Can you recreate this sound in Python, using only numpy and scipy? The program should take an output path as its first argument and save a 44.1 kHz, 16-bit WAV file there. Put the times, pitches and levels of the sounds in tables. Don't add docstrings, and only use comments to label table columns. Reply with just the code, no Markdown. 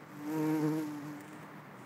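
import sys
import numpy as np
from scipy import signal
from scipy.fft import rfft, irfft
from scipy.io import wavfile

SR = 44100
rng = np.random.default_rng(int(sys.argv[2]) if len(sys.argv) > 2 else 0)


def output_pcm(signal):
    pcm = np.clip(np.atleast_2d(signal).T, -1, 1) * 32767
    wavfile.write(sys.argv[1], SR, np.round(pcm).astype(np.int16))


N = 81585
T = np.arange(N) / SR

# frequency in Hz, relative strength in dB.
WASH_COLOUR = [(25, -22), (55, -21), (80, -9), (115, 5.5), (240, 7.5), (450, 4), (750, 0.5), (1050, 4.5),
               (1400, -0.5), (2000, -2), (2800, -15), (4000, -20.5), (8000, -29), (11000, -28.5),
               (15500, -23.5)]
# pitch in Hz, level in dB.
DRONE_TONES = [(129, -66.5), (153.5, -60), (195, -62.5)]
# time in seconds, delay in milliseconds.
ECHO_LAG = [(0, 0.16), (.3, 0.15), (.6, 0.17), (.82, 0.17), (1.0, 0.17), (1.15, 0.16), (1.25, 0.11),
            (1.45, 0.13), (1.85, 0.12)]
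# start in seconds, level in dB.
LEAF_TICKS = [(1.206, -47), (1.213, -57), (1.244, -52), (1.279, -51.5), (1.286, -54.5), (1.329, -51.5),
              (1.357, -64), (1.428, -51.5)]
# frequency in Hz, relative strength in dB.
LEAF_COLOUR = [(500, -31), (2000, 12.5), (4000, 0), (8500, -1.5), (11000, -4), (15500, -2)]
# time in seconds, level in dB, boost of its top octave in dB.
HISS_LEVELS = [(0, -72.5, -9), (.08, -71, -13), (.11, -68, 3.5), (.24, -62.5, 1.5), (.33, -55.5, 4.5),
               (.45, -56, 2.5), (.56, -55.5, 4.5), (.62, -56, -0.5), (0.751, -56.5, 0.5), (.79, -54, 1.5),
               (0.826, -56, 1), (.85, -58, 0.5), (1.02, -64, -2), (1.079, -60.5, -1), (1.14, -65, 1),
               (1.25, -65.5, -12), (1.349, -65.5, -4), (1.43, -68.5, -5), (1.52, -78, -5),
               (1.742, -81, -11), (1.79, -66, -4), (1.85, -67, -5)]
# frequency in Hz, relative strength in dB.
PUFF_COLOUR = [(1200, -18.5), (2800, 8.5), (4000, 2.5), (6000, 0), (8000, 1.5), (10500, -2), (12600, -3),
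               (14000, -2), (15500, -10.5)]
# frequency in Hz, relative strength in dB.
STIR_COLOUR = [(60, -26), (150, -32), (380, 5), (700, -3), (1200, -5.5), (2000, -8), (3000, -17.5),
               (5000, -44)]
# middle in seconds, level in dB.
SWERVE_PEAKS = [(.385, -50), (0.613, -43)]
# frequency in Hz, relative strength in dB.
CHURN_COLOUR = [(100, -45), (250, 9.5), (390, 8.5), (550, -3), (700, -18), (1000, -0.5), (2000, -42),
                (5000, -50)]
# time in seconds, beats per second.
BEAT_RATE = [(0, 152.8), (.1, 154.3), (.17, 146.4), (.24, 147.3), (.29, 151.1), (.335, 157.6), (.38, 157.7),
             (.41, 152.1), (.45, 155), (.475, 156.8), (.51, 153.7), (.545, 157.4), (.58, 156.1),
             (.612, 146.8), (.655, 157.2), (.692, 147.2), (.725, 157.9), (.75, 153.8), (.785, 160.2),
             (.835, 153.4), (.86, 148.8), (.89, 150.6), (.995, 146.2), (1.02, 139.9), (1.075, 152.9),
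             (1.12, 147.2), (1.18, 145.7), (1.29, 154.2), (1.4, 149.9), (1.85, 150)]
# time in seconds, level in dB.
HUM_LEVEL = [(0, -60.5), (.13, -59.5), (.2, -45.5), (.235, -44.5), (.28, -37.5), (.37, -35), (.54, -31),
             (.585, -33.5), (.61, -35.5), (.645, -30.5), (.73, -35), (.79, -34.5), (.87, -40), (.98, -42),
             (1.025, -46.5), (1.08, -43), (1.17, -47), (1.26, -55.5), (1.35, -51.5), (1.46, -62),
             (1.85, -62.5)]
# time in seconds, level in dB.
PUSH_LEVEL = [(0, -102), (.19, -54), (.24, -63), (.30, -54), (.38, -41.5), (.47, -44), (.54, -42),
              (.578, -54), (.615, -44), (.65, -36), (.72, -41), (.79, -47.5), (.835, -59), (1.08, -54),
              (1.25, -75), (1.85, -72)]
# time in seconds, level in dB.
THIRD_LEVEL = [(0, -86), (.24, -87), (.285, -51.5), (.37, -41.5), (.43, -39), (.47, -41.5), (.55, -41.5),
               (.59, -44.5), (.645, -37.5), (.72, -43.5), (.79, -45), (.84, -52), (.875, -92), (1.85, -76)]
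# time in seconds, level in dB.
RASP_LEVEL = [(0, -77), (.21, -61.5), (.29, -49), (.38, -46.5), (.55, -43.5), (.6, -48.5), (.65, -46),
              (.72, -48.5), (.82, -49.5), (.865, -57.5), (1.08, -55), (1.25, -58), (1.85, -85)]
# multiple of the beat rate, relative strength in dB.
RASP_TONES = [(4, -15), (5, -16.5), (6, -11), (7, -19), (8, -21.5), (9, -23), (10, -21.5), (11, -23),
              (12, -25), (13, -29), (14, -26), (15, -26.5), (16, -32.5), (17, -31.5), (18, -43)]


def amp(db):
    return 10 ** (np.asarray(db) / 20)


def unit(x):
    return x / np.sqrt(np.mean(x ** 2) + 1e-20)


def curve(points):
    return np.interp(T, *np.transpose(points))


def colour(x, points):
    hz, db = np.transpose(points)
    f = np.fft.rfftfreq(N, 1 / SR)
    gain = amp(np.interp(np.log(f + 1), np.log(hz), db))
    return unit(irfft(rfft(x) * gain, N))


def wander(rate_hz):
    f = np.fft.rfftfreq(N, 1 / SR)
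    return unit(irfft(rfft(rng.standard_normal(N)) * np.exp(-(f / rate_hz) ** 2) * (f > 0), N))


def garden():
    wash = amp(-51.5 - .66 * wander(rate_hz=13)) * colour(rng.standard_normal(N), WASH_COLOUR)
    drone = np.zeros(N)
    for hz, db in DRONE_TONES:
        level = amp(db + 2.5 * wander(rate_hz=9.5))
        pitch_hz = hz * (1 + .015 * wander(rate_hz=26.6))
        drone += level * np.sin(2 * np.pi * np.cumsum(pitch_hz) / SR)
    return wash + np.sqrt(2) * drone


def near_echo(x, share=.45):
    hz, t, spectrum = signal.stft(x, SR, nperseg=256)
    delay_s = np.interp(t, *np.transpose(ECHO_LAG)) / 1000
    echo = share * np.exp(-2j * np.pi * hz[:, None] * delay_s)
    return signal.istft(spectrum * (1 + echo) / np.hypot(1, share))[1][:N]


def leaves(rise_s=.00039, decay_s=.0045):
    level = np.zeros(N)
    for start, db in LEAF_TICKS:
        age = np.maximum(T - start, 0)
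        level += amp(db) * np.minimum(age / rise_s, 1) * np.exp(-age / decay_s)
    grains = rng.standard_normal(N) * amp(3 * wander(rate_hz=2700))
    return near_echo(level * colour(grains, LEAF_COLOUR))


def wing_hiss(puffs, top_fade_hz=(8000, 11700)):
    times, level_db, top_db = np.transpose(HISS_LEVELS)
    hz, t, spectrum = signal.stft(colour(puffs, PUFF_COLOUR), SR, nperseg=256)
    boost_db = np.interp(hz, top_fade_hz, [0, 1])[:, None] * np.interp(t, times, top_db)
    hiss = unit(signal.istft(spectrum * amp(boost_db))[1][:N])
    return near_echo(amp(np.interp(T, times, level_db)) * hiss)


def wing_air(beats, spread_db=2.5, backstroke_db=-2.5, puff_width_beats=.08, swerve_width_s=.02):
    strokes = 2 * beats + .5
    index = np.floor(strokes).astype(int)
    size = amp(spread_db * rng.standard_normal(N)[index] + backstroke_db * (index % 2))
    beats_from_puff = (strokes % 1 - .5) / 2
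    flow = .45 + size * np.exp(-.5 * (beats_from_puff / puff_width_beats) ** 2)
    puffs, stirred, churned = flow * rng.standard_normal((3, N))
    stir = amp(curve(RASP_LEVEL) - 8) * colour(stirred, STIR_COLOUR)
    swerve = sum(amp(db) * np.exp(-.5 * ((T - at) / swerve_width_s) ** 2) for at, db in SWERVE_PEAKS)
    return wing_hiss(puffs) + stir + swerve * colour(churned, CHURN_COLOUR)


def wing_tones(beats, flutter_db=2.8, smear_radians=.0489):
    turn = 2 * np.pi * beats
    hum = amp(curve(HUM_LEVEL)) * np.cos(2 * turn)
    push = amp(curve(PUSH_LEVEL)) * np.sin(turn)
    third = amp(curve(THIRD_LEVEL)) * np.cos(3 * turn)
    rasp = np.zeros(N)
    for multiple, db in RASP_TONES:
        level = amp(db + flutter_db * wander(rate_hz=29))
        lead = round(multiple) % 2 * np.pi / 2
        lag = smear_radians * multiple ** 2
        rasp += level * np.sin(multiple * turn + lead - lag)
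    return np.sqrt(2) * (hum - push + third) + amp(curve(RASP_LEVEL)) * unit(rasp)


def scene():
    beat_hz = curve(BEAT_RATE) * (1 + .004 * wander(rate_hz=90))
    beats = np.cumsum(beat_hz) / SR
    return (wing_tones(beats) + wing_air(beats) + leaves() + garden())[None]


def record(dry, cutoff_hz=15750):
    lowpass = signal.firwin(1023, cutoff_hz, window=("kaiser", 9), fs=SR)
    return signal.oaconvolve(dry, lowpass[None], "same")


dry = scene()
out = record(dry)
output_pcm(out)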